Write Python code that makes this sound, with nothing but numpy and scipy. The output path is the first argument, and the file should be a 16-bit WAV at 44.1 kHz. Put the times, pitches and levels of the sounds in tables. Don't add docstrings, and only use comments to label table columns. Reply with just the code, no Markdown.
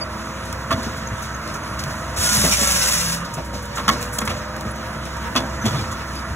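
import sys
import numpy as np
from scipy import signal
from scipy.fft import rfft, irfft, next_fast_len
from scipy.io import wavfile

SR = 44100
rng = np.random.default_rng(int(sys.argv[2]) if len(sys.argv) > 2 else 0)


def store_wav(level_fs):
    pcm = np.round(np.clip(np.atleast_2d(level_fs), -1, 1) * 32767)
    wavfile.write(sys.argv[1], SR, pcm.T.astype(np.int16))


N = 280035


def amp(db):
    return 10 ** (np.asarray(db) / 20)


def rms_one(x):
    return x / np.sqrt(np.mean(x ** 2) + 1e-20)


def peak_one(x):
    return x / np.abs(x).max()


def in_time(rows):
    s, *columns = np.transpose(rows)
    return [np.interp(np.arange(N) / SR, s, column) for column in columns]


def at_hz(points, hz):
    point_hz, point_db = np.array(points)[:, 0], np.array(points)[:, 1]
    return np.interp(np.log(hz), np.log(point_hz + 1), point_db)


def phase(hz):
    return 2 * np.pi * np.cumsum(hz) / SR


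def bell(s, spread):
    return np.exp(-((np.arange(N) / SR - s) / spread) ** 2)


def drift(rate_hz):
    r = np.exp(-80 * np.pi * rate_hz / SR)
    noise = rng.standard_normal(N // 40 + 2002)
    slow = signal.lfilter([1], [1, -2 * r, r * r], noise)[2000:]
    return np.interp(np.arange(N) / 40, np.arange(len(slow)), rms_one(slow))


def resonance(x, hz, width_hz):
    r = np.exp(-np.pi * width_hz / SR)
    zeros = np.array([1, 0, -1]) * (1 - r * r) / 2
    poles = [1, -2 * r * np.cos(2 * np.pi * hz / SR), r * r]
    return signal.lfilter(zeros, poles, x)


def coloured(spectrum, patchy_db, shared_db):
    size = next_fast_len(N)
    hz = np.fft.rfftfreq(size, 1 / SR) + 1
    shaped = rfft(rng.standard_normal(size)) * amp(at_hz(spectrum, hz))
    band = np.floor(2 * np.log2(np.clip(hz, spectrum[0][0], spectrum[-1][0])))
    bands = (irfft(shaped * (band == k), size)[:N] * amp(patchy_db * drift(4.3)) for k in np.unique(band))
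    return rms_one(sum(bands) * amp(shared_db * drift(8.7)))


def swell(rise_ms, fall_ms, hold_ms=0):
    rise, hold, fall = (max(ms, 0) * SR / 1000 + 2 for ms in (rise_ms, hold_ms, fall_ms))
    up = np.sin(np.linspace(0, np.pi / 2, int(rise))) ** 2
    down = np.exp(-np.arange(int(6 * fall)) / fall)
    return np.concatenate([up, np.ones(int(hold)), down])


def add(out, s, piece):
    i = max(int(s * SR), 0)
    out[i:i + len(piece)] += piece[:N - i]


def struck(rough, modes):
    rings = (amp(db + rng.normal(0, 0.63)) * rms_one(resonance(rough, hz, 0.58 / ring_s))
             for hz, db, ring_s in modes)
    return peak_one(sum(rings))


# time in seconds, half crank speed in Hz,
# order reference level in dB rms, roar level in dB rms.
ENGINE_RUN = [(0, 21.84, -41.5, -31.5), (.7, 21.83, -38, -30.5), (1.5, 21.76, -40, -30),
              (1.9, 21.75, -37.5, -29), (2.5, 20.99, -32, -32), (2.9, 21.21, -40, -32),
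              (3.1, 20.83, -41.5, -30), (3.35, 20.64, -46, -33), (3.47, 20.68, -40, -33.5),
              (3.55, 20.52, -33.5, -34.5), (3.85, 20.31, -38, -29.5), (4.1, 20.34, -34.5, -30),
              (4.35, 21.2, -38, -30.5), (4.7, 21.85, -40, -32), (5.4, 21.85, -36, -30),
              (6.35, 21.6, -38.5, -31)]
# multiple of half crank speed, level in dB re the reference.
CRANK_ORDERS = [(2, -21), (3, 3), (4, -6), (5, -9.5), (6, -18.5), (7, -8), (9, -14.5), (10, -3), (12, -13)]
# frequency in Hz, density in dB per Hz.
ROAR_SPECTRUM = [(25, -32), (45, -3), (70, -3.5), (120, 3.5), (220, -3.5), (400, -11), (600, -8),
                 (800, -13), (1000, -4.5), (1350, -4), (2000, -12), (2350, -15), (2700, -25.5), (4000, -45)]
# frequency in Hz, density in dB per Hz.
HISS_SPECTRUM = [(1500, -6), (2700, 1.5), (3300, 0), (4700, 0), (5500, -1.3), (6300, -1), (7200, -3.6),
                 (8000, -5.7), (10300, -7.8), (11000, -11), (13500, -14.5), (16000, -18.5)]
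# frequency in Hz, width in Hz of each of two passes, level in dB rms.
HOUSING_HUMS = [(938, 20.4, -44.5)]
HISS_DB, HISS_FOLLOWS = -39.5, 1


def engine():
    half_crank_hz, tone_db, roar_db = in_time(ENGINE_RUN)
    turn = phase(half_crank_hz)
    orders = sum(amp(db + 2.5 * drift(5.5)) * np.sin(k * turn + 2 * np.pi * rng.random())
                 for k, db in CRANK_ORDERS)
    tones = np.sqrt(2) * amp(tone_db) * orders
    firing = 1 + 0.073 * np.cos(3 * turn)
    roar = amp(roar_db) * firing * coloured(ROAR_SPECTRUM, patchy_db=.9, shared_db=.5)
    hiss_db = HISS_DB + HISS_FOLLOWS * (roar_db - roar_db.mean())
    hiss = amp(hiss_db) * coloured(HISS_SPECTRUM, patchy_db=1.27, shared_db=1.1)
    hums = sum(amp(db) * rms_one(resonance(resonance(rng.standard_normal(N), hz, width), hz, width))
               for hz, width, db in HOUSING_HUMS)
    return tones + hums + roar + hiss


PUMP_MULTIPLES = [24, 28, 32, 60]
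# time in seconds, then the level of each pump tone in dB rms.
PUMP_LEVELS = [(0, -43.5, -38, -50, -47), (.7, -41.5, -76, -85, -52), (1.2, -45.5, -54, -56, -42),
               (1.5, -60, -48, -54, -45.5), (2.2, -42, -50, -42.5, -62), (2.5, -45, -40, -46, -60),
               (2.9, -43, -43, -51, -51), (3.4, -57, -45, -46, -42), (3.6, -39.5, -46, -64, -78),
               (4.1, -40, -70, -62, -61), (4.4, -42, -39, -58, -48), (4.9, -46, -50, -47, -49),
               (5.4, -44.5, -63, -55, -55), (5.9, -44, -64, -62, -41), (6.35, -59, -59, -46, -43)]
# time in seconds, low hum in Hz, its level
# in dB rms, high hum in Hz, its level in dB rms.
FREE_HUMS = [(0, 327, -42, 808, -48), (.7, 327.6, -50.5, 810, -81), (1.5, 321.3, -46, 782, -58),
             (2.2, 320.5, -44.5, 790, -56), (2.45, 327.2, -55, 802, -45), (2.85, 325, -48, 780, -47),
             (3.2, 325.5, -62, 784, -62), (3.5, 319, -43, 776, -61), (3.8, 315, -68, 798, -69),
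             (4.2, 320, -53, 800, -51), (4.6, 325.4, -43.5, 790, -49), (5.2, 327.5, -43, 791.6, -62),
             (6.35, 325.8, -46.5, 805, -53)]


def pumps():
    turn = phase(in_time(ENGINE_RUN)[0])
    low_hz, low_db, high_hz, high_db = in_time(FREE_HUMS)
    turns = [k * turn for k in PUMP_MULTIPLES] + [phase(low_hz), phase(high_hz)]
    levels = in_time(PUMP_LEVELS) + [low_db, high_db]
    tones = (amp(db + 1.9 * drift(8.0)) * np.sin(angle + 0.62 * drift(9.5)) for angle, db in zip(turns, levels))
    return np.sqrt(2) * sum(tones)


# time in seconds, whine in Hz,
# whine peak level in dB.
MOTOR_RUN = [(0, 646, -40), (1.0, 655, -42.5), (1.4, 646, -43), (2.15, 640.5, -39), (2.3, 631, -41),
             (2.5, 604, -38), (2.6, 572, -35), (2.7, 551, -35), (2.8, 533, -37), (2.95, 512, -43),
             (3.1, 504.5, -44), (3.35, 525, -46), (3.7, 568, -42), (3.9, 593, -42), (4.2, 603, -41),
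             (4.5, 622, -39), (4.9, 641.4, -38), (5.3, 654, -40), (6.35, 652, -41)]
# multiple of the whine, level in dB re the whine.
WHINE_OVERTONES = [(2, -7.5), (3, -9), (4, -15)]
# centre in seconds, peak level in dB, spread in seconds.
GROAN_SWELLS = [(.6, -80, .2), (2.42, -27, 0.14), (2.75, -29.5, 0.073), (3.11, -26, 0.15),
                (5.601, -73, 0.18)]
GROAN_IDLE_DB = -59
TEETH_DB, TEETH_S, TEETH_SPREAD_S = 8, 2.78, .12


def blade_motor():
    whine_hz, whine_db = in_time(MOTOR_RUN)
    turn = phase(whine_hz)
    fundamental = amp(2.6 * drift(8.2)) * np.sin(turn + 0.45 * drift(12.0))
    overtones = sum(amp(db + 1.5 * drift(8.9)) * np.sin(k * turn + 0.68 * drift(8.1))
                    for k, db in WHINE_OVERTONES)
    deep_swell = 1 + amp(TEETH_DB) * bell(TEETH_S, TEETH_SPREAD_S)
    whine = amp(whine_db) * (fundamental + deep_swell * overtones)
    labour = amp(GROAN_IDLE_DB) + sum(amp(db) * bell(s, spread) for s, db, spread in GROAN_SWELLS)
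    groan = labour * amp(0.61 * drift(26.0)) * np.sin(turn / 3 + .5 * drift(7.1))
    return whine + groan


# centre in seconds,
# start pitch in Hz, end pitch in Hz, peak level in dB, length in ms.
TONE_GLIDES = [(0.024, 4860, 4680, -22, 47), (1.075, 6470, 6500, -25, 9.3), (1.222, 6300, 6320, -38, 18),
               (1.348, 6400, 6560, -31, 18), (1.636, 6300, 6300, -31, 10), (3.23, 1205, 1200, -32, 104),
               (4.715, 9360, 10580, -34, 25), (5.624, 6100, 6150, -32, 35.2), (6.17, 4822, 4974, -31, 35),
               (6.193, 4900, 4900, -32, 21)]
OCTAVE_DB = -16


def squeaks_and_plate_tone():
    out = np.zeros(N)
    for s, start_hz, end_hz, db, ms in TONE_GLIDES:
        turn = phase(np.linspace(start_hz, end_hz, int(ms * SR / 1000)))
        tone = np.sin(turn) + amp(OCTAVE_DB) * np.sin(2 * turn)
        add(out, s - len(turn) / SR / 2, amp(db) * np.hanning(len(turn)) * tone)
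    return out


# start in seconds, level on top in dB rms, rise plus fall time
# constant in ms, centre in Hz.
BARK_SCRAPES = [(.45, -37, 19, 6360), (0.819, -31.5, 51, 4470), (.96, -39, 41, 6600),
                (1.215, -33, 32, 6430), (1.535, -32.5, 26, 5900), (1.786, -27.5, 27, 5000),
                (1.895, -35.5, 40, 4500), (3.242, -33, 31, 4430), (3.335, -29, 19, 7000),
                (3.441, -40, 41, 7950), (3.524, -34.5, 77, 4870), (3.62, -39, 24, 8060),
                (3.651, -37, 13, 8000), (3.746, -31, 51, 6550), (4, -32, 60, 7640), (4.119, -30, 62, 8510),
                (4.199, -32, 24, 7980), (4.247, -29, 23, 8200), (5.677, -35.5, 59, 5930),
                (5.731, -38, 150, 4440), (5.801, -35.5, 41, 4493)]
SCRAPE_RISE_SHARE = 0.3


def scrapes():
    out = np.zeros(N)
    for s, db, ms, hz in BARK_SCRAPES:
        shape = swell(SCRAPE_RISE_SHARE * ms, (1 - SCRAPE_RISE_SHARE) * ms)
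        noise = rms_one(resonance(rng.standard_normal(len(shape)), hz, 0.5 * hz))
        add(out, s, amp(db) * shape * noise)
    return out


# start in seconds, level on top in dB rms.
LINK_TICKS = [(0.527, -23), (1.4754, -31), (1.838, -23), (4.027, -21), (4.187, -16), (4.3802, -42),
              (4.564, -30), (4.609, -27.5), (4.7593, -33), (5.0539, -30), (5.1693, -35), (6.154, -30)]


def ticks():
    out = np.zeros(N)
    for s, db in LINK_TICKS:
        shape = swell(0.36, 2.4)
        noise = rms_one(resonance(rng.standard_normal(len(shape)), 4700, 6700))
        add(out, s, amp(db) * shape * noise)
    return out


# start in seconds, peak level in dB, pitch in Hz.
FRAME_THUDS = [(0.547, -30, 99), (0.709, -15.5, 258), (0.735, -15.5, 95), (0.776, -18.5, 236),
               (0.863, -19, 233), (1.116, -20, 103), (1.868, -18.5, 139), (2.182, -16, 81.4),
               (2.374, -14, 120), (2.436, -12, 169), (2.613, -17, 213), (3.368, -16.5, 158),
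               (3.535, -21.5, 91.5), (3.881, -14, 209), (3.914, -13, 244), (4.215, -19.5, 217),
               (4.277, -20, 89), (4.661, -19, 117), (4.648, -21.5, 213), (5.358, -14, 243),
               (5.64, -13, 234.4), (5.653, -12, 216), (5.664, -12, 105), (5.685, -28, 153),
               (5.708, -16, 110), (5.729, -20, 126), (5.744, -15, 140), (5.782, -15, 130),
               (5.817, -18, 105), (5.885, -23, 78.17), (6.305, -19, 79.4)]
THUD_RISE_MS, THUD_HOLD_MS, THUD_FALL_MS = 3.5, 7, 18


def thuds():
    out = np.zeros(N)
    for s, db, hz in FRAME_THUDS:
        contact = np.pad(swell(THUD_RISE_MS, THUD_FALL_MS, THUD_HOLD_MS), (0, SR // 20))
        tone = np.sin(2 * np.pi * hz * np.arange(len(contact)) / SR)
        noise = 3.27 * resonance(rng.standard_normal(len(contact)), hz, 1.12 * hz)
        add(out, s, amp(db) * peak_one(contact * (tone + noise)))
    return out


# start in seconds, log body peak in dB, trough ring peak in dB,
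# guard plate ring peak in dB, crack peak in dB, crack centre in Hz, rise in ms, contact after the rise in ms.
TROUGH_BANGS = [(0.703, -22, -10, -29, -29, 3000, 4.4, 9), (.712, -16, -7, -21, -31, 3000, 3.2, 6.7),
                (0.722, -17.5, -13, -16.5, -23, 3500, 3, 7.8), (.732, -25, -22, -21, -33, 2500, 3, 10.2),
                (2.435, -14.5, -21, -48, -15.5, 2030, 7.1, 31), (3.373, -19, -38, -49, -50, 2500, 9.4, 14),
                (3.53, -22.5, -43, -48, -38, 2500, 5.7, 26), (3.765, -26, -16, -26, -21, 2480, 9, 40),
                (3.879, -16, -5, -8, -13.5, 5000, 2.17, 5), (3.888, -20, -1.5, -6, -19, 4500, 2, 4.2),
                (3.8962, -17, -7, -20, -11, 3000, 2.46, 3.26), (3.905, -25, -32, -30, -17, 4270, 4.5, 49),
                (4.182, -25, -22, -16.5, -12.5, 6800, 5.9, 4.7),
                (4.214, -30, -16, -27, -19, 2200, 2.7, 8.2), (4.276, -21.5, -14.5, -22, -12, 1988, 0.58, 5),
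                (4.292, -23, -29, -31, -21, 2200, 3.2, 18), (4.65, -29, -44, -48, -47, 2500, 7.7, 51),
                (5.351, -14, -13, -30, -29, 2000, 2.2, 7), (5.36, -14.5, -9.5, -7.5, -22, 3500, 1.4, 9),
                (5.369, -16.5, -14.5, -10.5, -27, 3473, 2.5, 16),
                (5.653, -20, -44, -14.5, -16, 6100, 2.65, 27.5),
                (5.739, -36, -39, -26.5, -33, 3520, 7.7, 61), (5.912, -35, -23.5, -30, -26, 6300, 3.5, 27)]
# frequency in Hz, relative level in dB, time in seconds to ring down by 16 dB.
LOG_MODES = [(257, 3, 0.038), (350, -3, 0.05), (444, -6, 0.05), (530, -4, .04), (605, 1.5, 0.023),
             (655, 2, 0.05), (782, -5, 0.04), (900, -6, .03)]
# frequency in Hz, relative level in dB, time in seconds to ring down by 16 dB.
TROUGH_MODES = [(1100, 4.5, 0.028), (1179, 6, 0.013), (1297, 8, 0.0082), (1605, -7, 0.024),
                (1720, -2, 0.01), (1860, -5.5, 0.022), (2210, -5, 0.073)]
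# frequency in Hz, relative level in dB, time in seconds to ring down by 16 dB.
GUARD_MODES = [(2600, -5, .006), (2950, -3, .007), (3270, 1, .011), (3470, 3, .012), (3800, -4, .007),
               (4100, -2, .008), (4400, -4, .007), (4750, -1, .007), (5300, -8, .006), (5800, -6, .007)]
BANG_HOLD_SHARE = .48


def bangs():
    out = np.zeros(N)
    for s, log_db, ring_db, guard_db, crack_db, hz, rise, ms in TROUGH_BANGS:
        contact = np.pad(swell(rise, (1 - BANG_HOLD_SHARE) * ms, BANG_HOLD_SHARE * ms), (0, SR // 20))
        rough = contact * rng.standard_normal((4, len(contact)))
        rough[:, int(rise * SR / 1000)] += 9 / (1 + (rise / 3) ** 2)
        chatter = np.repeat(rng.standard_normal(len(contact) // 90 + 1), 90)[:len(contact)]
        rough *= amp(2.3 * chatter)
        log = amp(log_db) * struck(rough[0], LOG_MODES)
        trough = amp(ring_db) * struck(rough[1], TROUGH_MODES)
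        guard = amp(guard_db) * struck(rough[3], GUARD_MODES)
        crack = amp(crack_db) * peak_one(resonance(resonance(rough[2], hz, 0.34 * hz), hz, 8.3 * hz))
        add(out, s, log + trough + guard + crack)
    return out


# start in seconds, wood peak level in dB, fall time constant
# in ms, trough and rattle level in dB re the wood.
WOOD_TUMBLES = [(.74, -26, 100, -8), (3.92, -23, 48, -23), (4.288, -23.5, 38, 0), (5.385, -17.5, 34, -11.5),
                (5.675, -25, 143, 1)]
KNOCKS_PER_S, KNOCK_MS = 260, 2.5


def tumbling():
    out = np.zeros(N)
    for s, db, ms, trough_db in WOOD_TUMBLES:
        shape = swell(8.0, ms)
        chance, strength = rng.random((2, len(shape)))
        hits = (chance < KNOCKS_PER_S / SR) * (0.2 + strength) + 0.003
        knocks = np.convolve(hits, swell(0.54, KNOCK_MS))[:len(shape)]
        rough = shape * knocks * rng.standard_normal((3, len(shape)))
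        wood = struck(rough[0], LOG_MODES)
        trough = struck(rough[1], TROUGH_MODES)
        broad = amp(-0.5) * peak_one(resonance(rough[2], 2600, 2500))
        rattle = broad + amp(-4.5) * struck(rough[2], GUARD_MODES)
        add(out, s, amp(db) * (wood + amp(trough_db) * (trough + rattle)))
    return out


CUT_IN_S, CUT_OUT_S = 2.161, 3.118
BITE_S, CLEAR_S = 0.093, 0.14
TOUCH_SHARE, TOUCH_S = 0.22, 0.0042


def in_wood(sag_db_per_s, out_s):
    t = np.arange(N) / SR
    touch = np.clip((t - CUT_IN_S) / TOUCH_S, 0, 1)
    deepen = np.clip((t - CUT_IN_S) / BITE_S, 0, 1)
    bite = TOUCH_SHARE * touch + (1 - TOUCH_SHARE) * deepen
    clear = np.clip(1 - (t - out_s) / CLEAR_S, 0, 1)
    return bite * clear ** 2 * amp(-sag_db_per_s * (t - CUT_IN_S - BITE_S))


CHIPS_PER_S, CHIPS_DB = 1400, -13


def chips():
    strength = amp(2.9 * np.minimum(rng.exponential(1, N), 4))
    torn = (rng.random(N) < CHIPS_PER_S / SR) * strength * rng.choice([-1, 1], N)
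    return rms_one(resonance(resonance(torn, 3600, 5000), 4000, 7000))


# frequency in Hz, density in dB per Hz.
RASP_SPECTRUM = [(300, -14), (1200, -8), (2000, -5), (2700, -5), (3300, -7), (4000, -4.5), (5500, 0),
                 (7200, -1.5), (8800, -1.8), (10300, -4.6), (11000, -7.5), (13500, -12.5), (16000, -16.5)]
# frequency in Hz, width in Hz, level in dB re the rasp noise.
BLADE_SING = [(3690, 160, -20), (4440, 170, -28), (5540, 120, -15), (6160, 160, -18), (6850, 160, -18),
              (8170, 200, -18)]
RASP_DB, RASP_SAG_DB_PER_S = -17, 7.5
FLUTTER_DB, FLUTTER_HZ = 1.5, 110


def rasp():
    teeth = rng.standard_normal(N)
    sing = sum(amp(db + 2.5 * drift(6.1)) * rms_one(resonance(teeth, hz, width)) for hz, width, db in BLADE_SING)
    noise = coloured(RASP_SPECTRUM, patchy_db=-0.45, shared_db=1.5) * amp(FLUTTER_DB * drift(FLUTTER_HZ))
    return amp(RASP_DB) * in_wood(RASP_SAG_DB_PER_S, CUT_OUT_S) * (noise + amp(CHIPS_DB) * chips() + sing)


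# frequency in Hz at top speed,
# rate of its random wander in Hz, relative level in dB, centre in seconds, spread in seconds.
PLATE_MODES = [(1017, 4, 10, 2.32, .08), (1140, 26, 1, 2.69, 0.45), (1370, 15, 7.5, 2.66, 0.37),
               (1446, 3.7, 11, 2.31, 0.071), (1457, 3.3, 4, 2.83, .2), (1600, 7.3, 10, 2.4, 0.072),
               (1560, 3.3, 8, 2.86, 0.088), (1670, 5.6, 10, 3.08, 0.071), (2850, 23, 5, 3, 0.32),
               (1950, 15, 8, 2.11, 0.06), (2050, 8.5, 3, 2.94, 0.26), (2263, 26, 4.5, 2.57, .3)]
RING_DB, RING_SAG_DB_PER_S, RING_ON_S = -37, 9, 0.044
PLATE_SAG_SHARE = .12


def plate_ring():
    motor_hz = in_time(MOTOR_RUN)[0]
    slack = phase(1 + PLATE_SAG_SHARE * (motor_hz / motor_hz.max() - 1))
    ring = 0
    for hz, width, db, s, spread in PLATE_MODES:
        tone = drift(width) * np.cos(hz * slack) + drift(width) * np.sin(hz * slack)
        ring = ring + amp(db + 1.6 * drift(7)) * bell(s, spread) * tone
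    return amp(RING_DB) * in_wood(RING_SAG_DB_PER_S, CUT_OUT_S + RING_ON_S) * rms_one(ring)


# frequency in Hz, lead in radians.
PORT_LEAD = [(0, 0), (130, -.12), (430, -.7), (860, 0), (1120, -.35), (1640, .1), (2240, 1.9), (3450, 1.55),
             (4100, 2.2), (4350, 3.0), (4600, 3.14)]
# frequency in Hz, left minus right in dB.
PORT_TILT = [(60, 0), (250, .6), (600, -2), (900, -1), (1700, -5), (2400, -1), (3000, 0), (16000, 0)]
# frequency in Hz, level in dB re the direct sound.
PORT_SCATTER = [(60, -32), (250, -18), (600, -12.5), (1200, -14.5), (2300, -8), (3800, -11), (4700, -24),
                (5500, -12), (16000, -12)]
HALF_TURN_HZ, LEAD_RIPPLE = 2165, .8


def ports(x):
    size = next_fast_len(N + SR // 10)
    hz = np.fft.rfftfreq(size, 1 / SR) + 1
    steps = np.pi * np.maximum(hz - PORT_LEAD[-1][0], 0) / HALF_TURN_HZ
    lead = np.interp(hz, *np.transpose(PORT_LEAD)) + steps - LEAD_RIPPLE / 2 * np.sin(2 * steps)
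    half = np.exp(.5j * lead) * amp(at_hz(PORT_TILT, hz) / 2)
    echoes = rng.standard_normal(SR // 20) * np.exp(-np.arange(SR // 20) / (0.014 * SR))
    echo_response = rfft(echoes / np.linalg.norm(echoes), size)
    direct = rfft(x, size)
    unlike = rfft(x * drift(13.2), size) * echo_response * amp(at_hz(PORT_SCATTER, hz))
    left, right = half * (direct + unlike), (direct - unlike) / half
    return irfft(np.array([left, right]), size)[:, :N]


def scene():
    machine = engine() + pumps() + blade_motor()
    handling = squeaks_and_plate_tone() + scrapes() + ticks() + thuds() + bangs() + tumbling()
    cut = rasp() + plate_ring()
    return ports(machine + handling + cut)


CUTOFF_HZ = 15730


def record(dry):
    bass_cut = signal.sosfilt(signal.butter(2, 45, "high", fs=SR, output="sos"), dry)
    rounded = 1.3 * np.tanh(bass_cut / 1.3)
    return signal.sosfilt(signal.ellip(12, .5, 70, CUTOFF_HZ, fs=SR, output="sos"), rounded)


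dry = scene()
out = record(dry)
store_wav(out)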